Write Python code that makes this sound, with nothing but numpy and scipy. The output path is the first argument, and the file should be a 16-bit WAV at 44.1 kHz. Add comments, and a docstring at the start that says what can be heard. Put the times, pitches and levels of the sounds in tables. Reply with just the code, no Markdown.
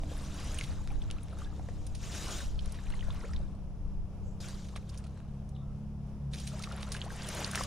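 """A flooded wood, where a man in waders steps slowly through knee-deep water a few metres away.
The trees hiss faintly, a few far birds call, and a far motor and a deep hum drone under gusts of air.
His wet cloth rubs and swishes with each stride. The water he pushes aside gurgles as trapped
bubbles ring, then slaps and drips as it falls back."""
import sys
import numpy as np
from scipy import signal
from scipy.fft import rfft, irfft, next_fast_len
from scipy.io import wavfile
from scipy.ndimage import uniform_filter1d, map_coordinates

SR = 44100
rng = np.random.default_rng(int(sys.argv[2]) if len(sys.argv) > 2 else 0)


def to_wav(sig):
    """Store sig (one row per channel, or 1-D mono) as 16-bit WAV at the path in sys.argv[1].

    Samples outside -1..1 are clipped; the rate is SR.
    """
    pcm = np.clip(np.atleast_2d(sig), -1, 1) * 32767
    pcm = np.round(pcm).astype(np.int16)
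    wavfile.write(sys.argv[1], SR, pcm.T)  # frames by channels


N = 338114
TIME = np.arange(N) / SR


def amp(db):
    """Turns decibels into a number to multiply by."""
    return 10 ** (np.asarray(db) / 20)


def unit(x):
    """Scales a signal to an average strength (rms) of 1."""
    return x / np.sqrt(np.mean(x ** 2) + 1e-20)


def read(points, hz):
    """Looks up a pitch in a table, blending between rows on a musical (log) scale."""
    pitches, values = np.transpose(points)
    return np.interp(np.log(hz + 1), np.log(pitches + 1), values)


def colour(x, points):
    """Turns pitches up or down by a table of (pitch [Hz], gain [dB])."""
    size = next_fast_len(N + 4096)
    gain = amp(read(points, np.fft.rfftfreq(size, 1 / SR)))
    return irfft(rfft(x, size) * gain, size)[..., :N]


def wander(per_s):
    """A random drift of strength 1 that picks a new target per_s times a second."""
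    targets = rng.standard_normal(8192)
    return unit(np.interp(TIME * per_s, np.arange(len(targets)), targets))


def add(mix, start, sound):
    """Mixes a sound in at a start time in seconds."""
    part = mix[max(round(start * SR), 0):][:len(sound)]
    part += sound[:len(part)]


def patches(x, depth_db, size=256):
    """Lets loudness drift in small patches of time and pitch."""
    spectrum = signal.stft(x, nperseg=size)[2]
    drift = uniform_filter1d(rng.standard_normal(spectrum.shape), size=6, axis=0)
    drift = unit(uniform_filter1d(drift, size=5, axis=1))
    return signal.istft(spectrum * amp(depth_db * drift), nperseg=size)[1][:N]


def surge(start, swell, hold, fade, swell_db=12, fade_db=24.5, onset_share=0.08):
    """One push: it sets in quickly, climbs by swell_db, holds, then drops fade_db per fade time."""
    t = TIME - start
    db = swell_db * np.minimum(t / swell - 1, 0) - fade_db * np.maximum(t - swell - hold, 0) / fade
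    return np.clip(t / (onset_share * swell), 0, 1) * amp(db)


# The tone of the woods' hush: (pitch [Hz], relative level [dB])
WOODS_TONE = [(100, 5), (250, 0.5), (340, -1.5), (600, -4), (900, -9), (1300, -16.5), (1900, -24.5),
              (2700, -23.5), (4300, -30), (5300, -24.5), (8000, -34), (11000, -32), (16000, -32)]


def woods(level_db=-53.5, sway_db=0.6):
    """A far, even hush; its treble comes from all sides."""
    around = colour(rng.standard_normal((2, N)), [(300, -18), (1200, -8.5), (3000, -2), (6000, -1.5)])
    ahead = colour(rng.standard_normal(N), [(1200, -0.5), (3000, -4), (6000, -8)])
    breeze_db = np.interp(TIME, [0, 3.8, 5.8, 7.67], [0.83, -1.4, -2.5, 1])
    return amp(level_db + breeze_db + sway_db * wander(9.7)) * unit(colour(around + ahead, WOODS_TONE))


# Far bird calls: (time [s], level [dB], length [s], first pitch [Hz], last pitch [Hz], width [Hz])
BIRD_CALLS = [(4.227, -76.5, 0.17, 6760, 7400, 1910), (5.502, -69.5, 0.21, 795, 640, 70),
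              (5.528, -75, 0.21, 1190, 1006, 119.4), (5.588, -75, 0.22, 1300, 1276, 110),
              (5.546, -72, 0.04, 3720, 3570, 600), (5.558, -78, 0.11, 3500, 3720, 400)]


def birds():
    """Trees blur each faint call into a narrow band of noise that swells and dies away."""
    out = np.zeros(N)
    for start, db, length, first, last, width in BIRD_CALLS:
        hz = np.geomspace(first, last, int(length * SR))
        progress = np.linspace(0, 1, len(hz))
        lowpass = signal.butter(4, width / 2, fs=SR, output="sos")
        blur = signal.sosfilt(lowpass, rng.standard_normal((2, 16384)))[:, -len(hz):]
        note = ((blur[0] + 1j * blur[1]) * np.exp(2j * np.pi * np.cumsum(hz) / SR)).real
        add(out, start, amp(db) * unit(note * progress * (1 - progress) ** 2))
    return out


def hum(hz=64.4, level_db=-47.5, waver_db=3.5, blur_turns=0.22):
    """A deep hum that keeps its pitch and wavers a little with the air."""
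    gain = amp(level_db + waver_db * np.tanh(wander(9.3)))
    turns = hz * TIME + rng.random() + blur_turns * wander(14)
    return np.sqrt(2) * gain * np.sin(2 * np.pi * turns)


# How fast the motor's shaft spins: (time [s], speed [turns per s])
SHAFT_SPEED = [(0.15, 33.45), (1.45, 32.74), (1.88, 33.65), (2.62, 32.84), (4.5, 32.55), (5.47, 34.3),
               (6.05, 34.96), (6.95, 33.82), (7.67, 33.35)]
# The motor's notes: (pitch [times the shaft speed], first level [dB], last level [dB])
MOTOR_NOTES = [(3, -52.5, -52), (4, -58, -51), (4.5, -59, -60.5), (5, -61, -52.5), (6, -55, -50.5),
               (7, -75.5, -65), (9, -58.5, -79)]


def motor(waver_db=2, jitter_hz=0.1676, blur_turns=0.06, throb_hz=4.2, exhaust_db=-48):
    """One spinning shaft makes several notes, each wavering on its long way through the trees."""
    shaft_turns = np.cumsum(np.interp(TIME, *np.transpose(SHAFT_SPEED)) + jitter_hz * wander(8)) / SR
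    throb = np.abs(1 + 0.69 * np.exp(2j * np.pi * throb_hz * (TIME - 6.28)))
    exhaust = amp(exhaust_db) * throb * surge(start=4.82, swell=0.74, hold=1, fade=2.8)
    out = np.zeros(N)
    for multiple, first_db, last_db in MOTOR_NOTES:
        gain = amp(np.linspace(first_db, last_db, N))
        if multiple == 4:  # the exhaust note swells and throbs as the motor speeds up
            gain = np.hypot(gain, exhaust)
        gain = gain * amp(waver_db * wander(12))
        turns = multiple * shaft_turns + rng.random() + blur_turns * wander(22)
        out += np.sqrt(2) * gain * np.sin(2 * np.pi * turns)
    return out


# The tone of the air's rumble: (pitch [Hz], relative level [dB])
RUMBLE_TONE = [(10, 1.5), (30, 10.5), (55, 5), (80, 6.5), (110, -8), (180, -11.5), (260, -14), (400, -66),
               (1500, -87)]
# Gusts of air: (time [s], swell [s], hold [s], fade [s], rumble level [dB], buffeting level [dB])
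AIR_GUSTS = [(-.3, 0.18, 0.13, 2.1, -36.5, -65), (0.363, 0.047, 0.086, 0.49, -39, -51),
             (0.666, 0.039, 0.17, 1.26, -58, -36), (1.396, 0.075, 0.29, 2.4, -49.5, -41.5),
             (2.424, 0.038, 0.091, 0.72, -49.5, -36.5), (2.743, 0.097, 1, 1.3, -48.5, -39),
             (3.318, 0.026, 0.02, 0.12, -39, -41), (3.754, 0.049, 0.042, 0.64, -44, -46),
             (7.1, .28, .2, .6, -61, -61)]


def wind(calm_rumble_db=-48.5, calm_buffet_db=-52, lump_db=5.5, lumps_per_s=11):
    """Moving air rumbles; its deepest part buffets the left and right sides separately, in lumps."""
    buffet_tone = [(10, -1.5), (30, 0), (65, -6), (110, -19.5), (250, -41), (600, -61), (2500, -94)]
    rumble = unit(colour(rng.standard_normal(N), RUMBLE_TONE))
    buffet = unit(colour(rng.standard_normal((2, N)), buffet_tone))
    blowing = np.linalg.norm([amp(db) * surge(*shape) for *shape, db, _ in AIR_GUSTS], axis=0)
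    shaking = np.linalg.norm([amp(db) * surge(*shape) for *shape, _, db in AIR_GUSTS], axis=0)
    lumps = amp(lump_db * np.tanh(wander(lumps_per_s)))
    shaking = shaking * lumps * amp([[1.5], [-1.5]])  # stronger on the left
    rumble_gain = np.hypot(amp(calm_rumble_db), blowing)
    buffet_gain = np.hypot(amp(calm_buffet_db), shaking)
    return rumble_gain * rumble + buffet_gain * buffet


# The tone of rubbing wet cloth: (pitch [Hz], relative level [dB])
CLOTH_TONE = [(150, 3.5), (300, 7), (600, 2.5), (950, -5.5), (1400, 2), (2000, -4), (3200, 2), (4300, 0.5),
              (5500, 1), (7000, -1.5), (9000, -7.5), (10500, -4), (16000, -19)]
# Each push of a leg: (time [s], swell [s], hold [s], fade [s], cloth level [dB], water level [dB])
LEG_PUSHES = [(-.3, 0.14, 0.13, 0.34, -58, -64.5), (0.07, 0.03, 0.31, 0.76, -57.5, -58.5),
              (0.203, 0.27, 0.088, 0.59, -53.5, -54.5), (0.836, 0.042, 0.45, 0.16, -72, -63.5),
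              (1.358, 0.029, 0.031, 0.15, -59.5, -58.5), (1.513, 0.026, 0.45, 0.22, -66.5, -72),
              (1.987, 0.049, 0.039, 0.4, -51, -53), (2.1, 0.047, 0.24, 0.2, -46, -54.5),
              (2.572, 0.053, 0.66, 0.28, -64.5, -58.5), (4.402, 0.0022, 0.04, 0.49, -52, -58.5),
              (4.853, 0.031, 0.046, 0.59, -69.5, -63.5), (6.31, 0.073, 0.025, 0.72, -54, -85),
              (6.496, 0.039, 0.47, 0.25, -63, -53.5), (7.081, 0.32, 0.025, 0.34, -46.5, -42),
              (7.52, 0.034, 0.07, 0.11, -44, -41)]


def swish(snaps_per_s=3000, spread_db=3, flutter_db=0.5, echo_gain=0.2, echo_ms=(1.188, 0.52)):
    """Wet cloth rubs and sheds spray: a hiss full of tiny snaps, plus its echo off the water."""
    snaps = (rng.random(N) < snaps_per_s / SR) * rng.choice([-1, 1], N)
    snaps = snaps * amp(spread_db * np.minimum(rng.exponential(1, N), 5))
    rub = patches(unit(snaps) + 1.46 * rng.standard_normal(N), depth_db=2.5)
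    effort, delay_ms = np.zeros(N), np.zeros(N)
    for start, swell, hold, fade, db, _ in LEG_PUSHES:
        effort = np.hypot(effort, amp(db) * surge(start, swell, hold, fade))
        # the echo comes sooner as the leg swings down, so the tone sweeps upward
        sweep_ms = np.interp(TIME, [start, start + swell + hold + fade], echo_ms)
        delay_ms = np.where(TIME < start, delay_ms, sweep_ms)
    echo = map_coordinates(rub, [np.arange(N) - delay_ms * SR / 1000], order=3)
    return unit(colour(rub + echo_gain * echo, CLOTH_TONE)) * effort * amp(flutter_db * wander(70))


def stirring(lag_s=0.006, settle_s=0.092):
    """How hard the water moves: it follows each push of a leg a little late and calms more slowly."""
    pushes = [amp(db) * surge(start + lag_s, swell, hold, fade + settle_s)
              for start, swell, hold, fade, _, db in LEG_PUSHES]
    return np.linalg.norm(pushes, axis=0)


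def bubble(hz, ring_s, glide, attack_s):
    """A pocket of air rings and drops 60 dB in ring_s, while its pitch slides by the share glide."""
    t = np.arange(int(1.2 * ring_s * SR) + 8) / SR
    note = np.sin(2 * np.pi * hz * (t + glide * t ** 2 / ring_s / 2))
    return note * np.exp(-np.log(1000) * t / ring_s) * (1 - np.exp(-t / attack_s))


# How loud bubbles are, from big and low to small and high: (pitch [Hz], relative level [dB])
BUBBLE_LEVELS = [(350, -28), (600, -1), (1250, 10), (2000, -4.5), (3300, -1), (5500, 3), (11000, 2)]


def swarm(pitches, per_s, spread_db, cycles):
    """Bubbles born at random, most of them weak; the small, high ones tend to die first."""
    out = np.zeros(N)
    for hz in pitches:
        births = rng.random(N) < per_s / len(pitches) / SR
        strengths = amp(spread_db * np.minimum(rng.exponential(1, N), 3.5))
        ring_s = cycles / np.sqrt(hz * 900) * rng.uniform(0.61, 1.9)
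        ring = bubble(hz, ring_s, glide=rng.uniform(-0.59, 0.64), attack_s=2 / hz)
        out += amp(read(BUBBLE_LEVELS, hz)) * signal.oaconvolve(births * strengths, ring)[:N]
    return unit(out)


def drips(ring_db=-65, tick_db=-67, patter_db=-66, stirred_db=-59):
    """Drops fall back into stirred water: larger ones ring, tiny ones tick and clumps patter."""
    stir = stirring()
    rings = swarm(np.geomspace(600, 4000, 24), per_s=70, spread_db=2, cycles=13.6)
    ticks = swarm(np.geomspace(2800, 8500, 24), per_s=260, spread_db=3, cycles=8)
    patter = swarm(np.geomspace(1400, 4200, 20), per_s=700, spread_db=2.5, cycles=9)
    clumps = unit(patches(patter, depth_db=4, size=512))
    dripping = stir / np.hypot(stir, amp(stirred_db))
    return dripping * (amp(ring_db) * rings + amp(tick_db) * ticks + amp(patter_db) * clumps)


def slosh(bubbles_db=-8.5, churn_db=-4, crackle_db=-14, lap_db=3, throw_db=-64, merge_db=-49):
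    """Stirred water: bubbles merge into a churn under a hard push, and droplets crackle on top."""
    churn_tone = [(120, -7), (350, 1.5), (600, 3.5), (1000, -0.5), (1400, -1.5), (2000, -3),
                  (3000, -4), (6000, -34), (12000, -42)]
    stir = stirring() * amp(lap_db * wander(14))
    bubbles = swarm(np.geomspace(420, 4500, 40), per_s=420, spread_db=3, cycles=26.7)
    crackle = swarm(np.geomspace(4200, 12000, 24), per_s=500, spread_db=6, cycles=8)
    churn = unit(colour(patches(rng.standard_normal(N), depth_db=3), churn_tone))
    thrown = stir ** 2 / (stir ** 2 + amp(throw_db) ** 2)  # calm water throws no droplets
    merged = stir ** 2 / (stir ** 2 + amp(merge_db) ** 2)
    bubble_gain = amp(bubbles_db) * np.sqrt(1 - merged)
    churn_gain = np.hypot(amp(churn_db), amp(bubbles_db) * np.sqrt(merged))
    return stir * (bubble_gain * bubbles + churn_gain * churn + amp(crackle_db) * thrown * crackle)


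# Air pockets closing: (time [s], level [dB], length [s], first pitch [Hz], last pitch [Hz])
AIR_POCKETS = [(0.801, -56, 0.025, 683, 1400), (0.904, -50, 0.02, 740, 875), (1.323, -54, 0.019, 625, 730),
               (1.325, -51.5, 0.011, 1390, 1300), (1.456, -58.5, .026, 1550, 1730),
               (3.22, -53, .043, 700, 3210), (3.233, -45, 0.036, 370, 630), (6.527, -50, 0.035, 605, 640),
               (7.061, -53, 0.036, 650, 1380)]


def gulps(roughness=0.35, jitter=0.015):
    """A hollow behind the leg fills, so its ragged note glides, mostly upward."""
    out = np.zeros(N)
    for start, db, length, first, last in AIR_POCKETS:
        count = int(length * SR)
        hz = np.geomspace(first, last, count) * (1 + jitter * wander(493)[:count])
        ragged = 1 + roughness * wander(482)[:count]
        note = np.sin(2 * np.pi * np.cumsum(hz) / SR)
        add(out, start, amp(db) * ragged * note * signal.windows.tukey(count, 0.5))
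    return out


def boot_thump(start=0.632, db=-28, hz=115):
    """A boot sets down in the mud with a dull knock."""
    out = np.zeros(N)
    add(out, start, amp(db) * bubble(hz, ring_s=0.11, glide=1, attack_s=0.0026))
    return out


# The loudest drops and bubbles: (time [s], relative level [dB], pitch [Hz], glide [share of pitch])
BIG_DROPS = [(.034, -35.5, 684, -0.1), (.116, -37.5, 506, -0.047), (.545, -36, 7600, -0.23),
             (.586, -30.5, 8900, 0.1), (.588, -29, 3000, -0.37), (.611, -29.5, 2260, -0.3),
             (.904, -43.5, 2540, -.4), (1.019, -39, 3360, -0.03), (1.111, -37.5, 3000, -0.31),
             (1.185, -47, 2500, 0.34), (1.232, -43.5, 10500, 0), (1.308, -46, 705, -0.054),
             (1.371, -46.5, 1290, 0), (1.418, -39, 1220, -0.014), (1.446, -44.5, 3600, -.2),
             (1.526, -47, 1190, 0.2), (1.595, -40, 700, .2), (1.686, -33.5, 506, -0.11),
             (2.271, -36.5, 1050, -0.11), (2.311, -41.5, 690, -0.1), (2.404, -36, 1620, -.3),
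             (2.5915, -32.5, 3290, -0.18), (2.608, -46, 5250, -0.06), (2.676, -46, 5650, -0.055),
             (2.788, -43, 1780, -0.23), (2.868, -44.5, 2540, -0.33), (2.904, -48, 10250, -0.13),
             (2.924, -43, 2900, -.3), (2.938, -37, 2000, 0.24), (2.993, -43.5, 3170, 0),
             (3.009, -40, 3010, 0.051), (3.026, -41, 1850, 0.23), (3.084, -39, 630, 0.22),
             (3.101, -41, 1070, -0.33), (3.105, -38, 3520, .1), (3.212, -46, 2050, -.2),
             (3.335, -42, 5260, -0.25), (3.335, -41.5, 1840, 0.15), (3.363, -39, 3740, -0.23),
             (3.402, -41.5, 630, -0.21), (4.443, -43, 2320, 0.076), (4.738, -48, 1050, .3),
             (4.756, -44, 3400, 0), (4.828, -55, 2550, -0.33), (4.897, -41, 5000, 0),
             (4.953, -49, 1140, -0.57), (4.975, -42, 5630, 0), (5.047, -46, 634, 0.17),
             (5.564, -52, 3020, -0.056), (6.336, -34, 3700, 0.18), (6.672, -35, 1250, -0.48),
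             (6.68, -45, 820, 0.34), (6.694, -44, 590, 0.37), (6.713, -34, 1330, 0.15),
             (6.752, -44, 687, 0.52), (6.811, -44, 1120, 0.11), (6.850, -46, 1120, -0.35),
             (6.949, -33.5, 1591, 0.098), (6.993, -51, 3100, -.2), (7.016, -29.5, 3160, 0.13),
             (7.019, -44, 3130, -0.12), (7.040, -38, 546, -0.31), (7.063, -34.5, 700, 0.044),
             (7.104, -35.5, 1570, 0.21), (7.155, -42, 745, 0.11), (7.221, -36.5, 4750, 0.049),
             (7.246, -36.5, 3370, 0), (7.445, -24.5, 4320, 0.46), (7.4465, -27, 5530, 0.027),
             (7.534, -30.5, 1480, 0.042), (7.556, -27, 1330, 0), (7.576, -25.5, 1730, 0.1),
             (7.593, -29, 1360, -0.17), (7.6085, -22, 1021, 0.44)]


def plops(ring_db=2.5, splash_gain=0.23, splash_s=0.0043, knock_cycles=3.3, tail_gain=0.36):
    """Each drop knocks, then leaves a weak, gliding ring inside a brief splash."""
    out, t = np.zeros(N), np.arange(1024) / SR
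    for start, db, hz, glide in BIG_DROPS:
        band = signal.butter(2, [hz * 0.75, min(hz * 1.35, 18000)], "band", fs=SR, output="sos")
        splash = unit(signal.sosfilt(band, rng.standard_normal(len(t)))) * np.exp(-t / splash_s)
        ring_s = 0.025 * (hz / 1000) ** -0.36  # smaller, higher bubbles ring more briefly
        ring = bubble(hz, ring_s, glide, attack_s=1.3 / hz)
        knock = np.exp(-np.arange(len(ring)) / SR * hz / knock_cycles)
        add(out, start, amp(db + ring_db) * ring * (tail_gain + knock))
        add(out, start, amp(db) * splash_gain * splash)
    return out


# The loudest water slaps and cloth scuffs: (time [s], level [dB], fade [s], middle pitch [Hz])
SLAPS_AND_SCUFFS = [(0.034, -42.5, 0.0021, 890), (0.575, -43, 0.0015, 2900), (0.634, -41.5, 0.011, 2980),
                    (0.875, -41, 0.00033, 2460), (1.284, -44.5, 0.00085, 2650), (1.595, -50, 0.0024, 910),
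                    (1.686, -43.5, 0.0024, 930), (1.865, -41, 0.0042, 6200), (1.946, -46.5, 0.017, 4230),
                    (2.658, -41, 0.0017, 4460), (2.72, -45, 0.0041, 8000), (2.743, -48.5, 0.012, 2000),
                    (2.901, -42, .004, 1300), (4.485, -41, .003, 4800), (4.646, -43.5, 0.0037, 3430),
                    (4.685, -47.5, 0.0048, 2750), (4.7596, -41.5, 0.0075, 3050), (4.758, -42.5, 0.01, 835),
                    (4.775, -52, 0.0042, 990), (4.891, -50, 0.0071, 4950), (4.931, -54, 0.018, 2880),
                    (4.975, -47, 0.009, 6000), (5.039, -54, 0.0083, 3200), (5.066, -50.5, 0.0056, 3900),
                    (5.165, -63, 0.0032, 1100), (5.172, -52, 0.0039, 1090), (5.202, -55, 0.0024, 1500),
                    (5.49, -54, 0.0043, 6950), (6.33, -43, 0.024, 2980), (6.384, -40, 0.004, 3360),
                    (6.398, -43.5, .012, 4400), (6.469, -37.5, 0.011, 3900), (6.592, -45, 0.0039, 4500),
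                    (6.621, -43, 0.0076, 4560), (6.636, -37, 0.008, 2880), (6.72, -41.5, 0.0033, 3930),
                    (6.779, -42, 0.003, 1500), (6.811, -41, 0.0026, 3700), (6.827, -44, 0.0027, 3800),
                    (6.919, -33, 0.0072, 4850), (6.938, -38.5, 0.012, 3800), (6.962, -39, 0.007, 2160),
                    (7.041, -42, 0.0073, 4500), (7.286, -32.5, 0.0039, 7200), (7.512, -35, 0.0026, 6350),
                    (7.5546, -19.5, 0.0028, 4400), (7.582, -40, 0.0033, 3500), (7.634, -32, 0.004, 5140)]


def slaps(width_octaves=1.63, graininess=0.84, rise_share=0.29, size=8192):
    """Water slaps and cloth scuffs in short, spattering bursts; longer ones start more softly."""
    out, t, hz = np.zeros(N), np.arange(size) / SR, np.fft.rfftfreq(size, 1 / SR)
    for start, db, fade, middle in SLAPS_AND_SCUFFS:
        distance = np.log2((hz + 1) / middle) / width_octaves
        band = 1 / (1 + distance ** 2) ** 2 * hz / (hz + 300)
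        spatter = np.abs(1 + graininess * unit(uniform_filter1d(rng.standard_normal(size), size=50)))
        burst = unit(irfft(rfft(rng.standard_normal(size) * spatter) * band))
        shape = np.exp(-t / fade) * (1 - np.exp(-t / (rise_share * fade)))
        add(out, start, amp(db) * burst * shape)
    return out


# Flung water landing flat: (time [s], peak level [dB], middle pitch [Hz])
FLAT_LANDINGS = [(0.6112, -28, 4500), (1.1031, -34, 3030), (1.112, -26.5, 6500), (4.76, -41, 2800),
                 (6.779, -41, 3050), (6.8309, -26.5, 3740), (6.92, -40, 5040), (6.945, -30, 4000),
                 (7.549, -23.5, 2200), (7.5582, -20.5, 11200), (7.609, -23.5, 1000)]


def splats(smack_cycles=0.38, spray_gain=0.16, spray_s=0.0012):
    """Water lands with a sharp smack: a single swing of pressure, with a little spray behind it."""
    out, t = np.zeros(N), np.arange(512) / SR
    for start, db, hz in FLAT_LANDINGS:
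        swing = np.sin(2 * np.pi * hz * t) * t * np.exp(-t * hz / smack_cycles)
        spray = unit(np.convolve(rng.standard_normal(len(t)), swing)[:len(t)]) * np.exp(-t / spray_s)
        add(out, start, amp(db) * (swing / np.abs(swing).max() + spray_gain * spray))
    return out


def tree_echo(x, echo_db=-15, ring_s=0.1):
    """Trunks and the water surface add a thin, short echo, different on each side."""
    t = np.arange(SR // 2) / SR
    bounces = rng.standard_normal((2, len(t))) * (rng.random((2, len(t))) < 0.04)
    bounces *= (t > 0.004) * amp(-60 * t / ring_s)
    bounces /= np.linalg.norm(bounces, axis=1, keepdims=True)
    return x + amp(echo_db) * signal.oaconvolve(x, bounces, axes=1)[:, :N]


# How much sound nearby surfaces scatter: (pitch [Hz], relative level [dB])
SCATTER_TONE = [(300, -44), (1400, -37), (3000, -11), (6500, -4), (15000, 8.5)]


def from_right(x, lag_ms, scatter_s=0.0008, size=1024):
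    """Sound from the right reaches the left side later; each side gets its own scattered treble."""
    padded = next_fast_len(N + 4096)
    hz = np.fft.rfftfreq(padded, 1 / SR)
    bounces = rng.standard_normal((2, size)) * np.exp(-np.arange(size) / SR / scatter_s)
    paths = rfft(bounces / np.linalg.norm(bounces, axis=1, keepdims=True), padded)
    # evened out, so the two sides differ more in timing than in loudness
    scatter = amp(read(SCATTER_TONE, hz)) * paths / np.hypot(np.abs(paths), 0.5)
    half_lag = np.exp(-1j * np.pi * hz * lag_ms / 1000)
    direct = np.array([half_lag, 1 / half_lag])
    return irfft(rfft(x, padded) * (direct + scatter), padded)[:, :N]


def scene(lean_db=0.4):
    """The man close by, over the background; cloth, water and splashes each have their own angle."""
    cloth = from_right(swish(), lag_ms=0.022)
    water = from_right(slosh() + drips() + gulps() + boot_thump(), lag_ms=0.015)
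    splashes = from_right(plops() + slaps() + splats(), lag_ms=0.025)
    wading = tree_echo(cloth + water + splashes)
    background = motor() + hum() + woods() + birds()
    balance = amp([[lean_db], [-lean_db]])  # the left side is a little louder
    return (wading + background) * balance + wind()


# How the microphone treats the highest treble: (pitch [Hz], gain [dB])
MIC_TONE = [(10800, 1), (11700, -5.5), (12400, -17), (13800, -16), (15200, -1.5), (16000, -22)]


def record(dry, top_hz=16000):
    """The microphone dulls the highest treble and cuts off everything above top_hz."""
    lowpass = signal.firwin(511, top_hz, window=("kaiser", 9), fs=SR)
    return signal.oaconvolve(colour(dry, MIC_TONE), lowpass[None], "same")


dry = scene()
out = record(dry)
to_wav(out)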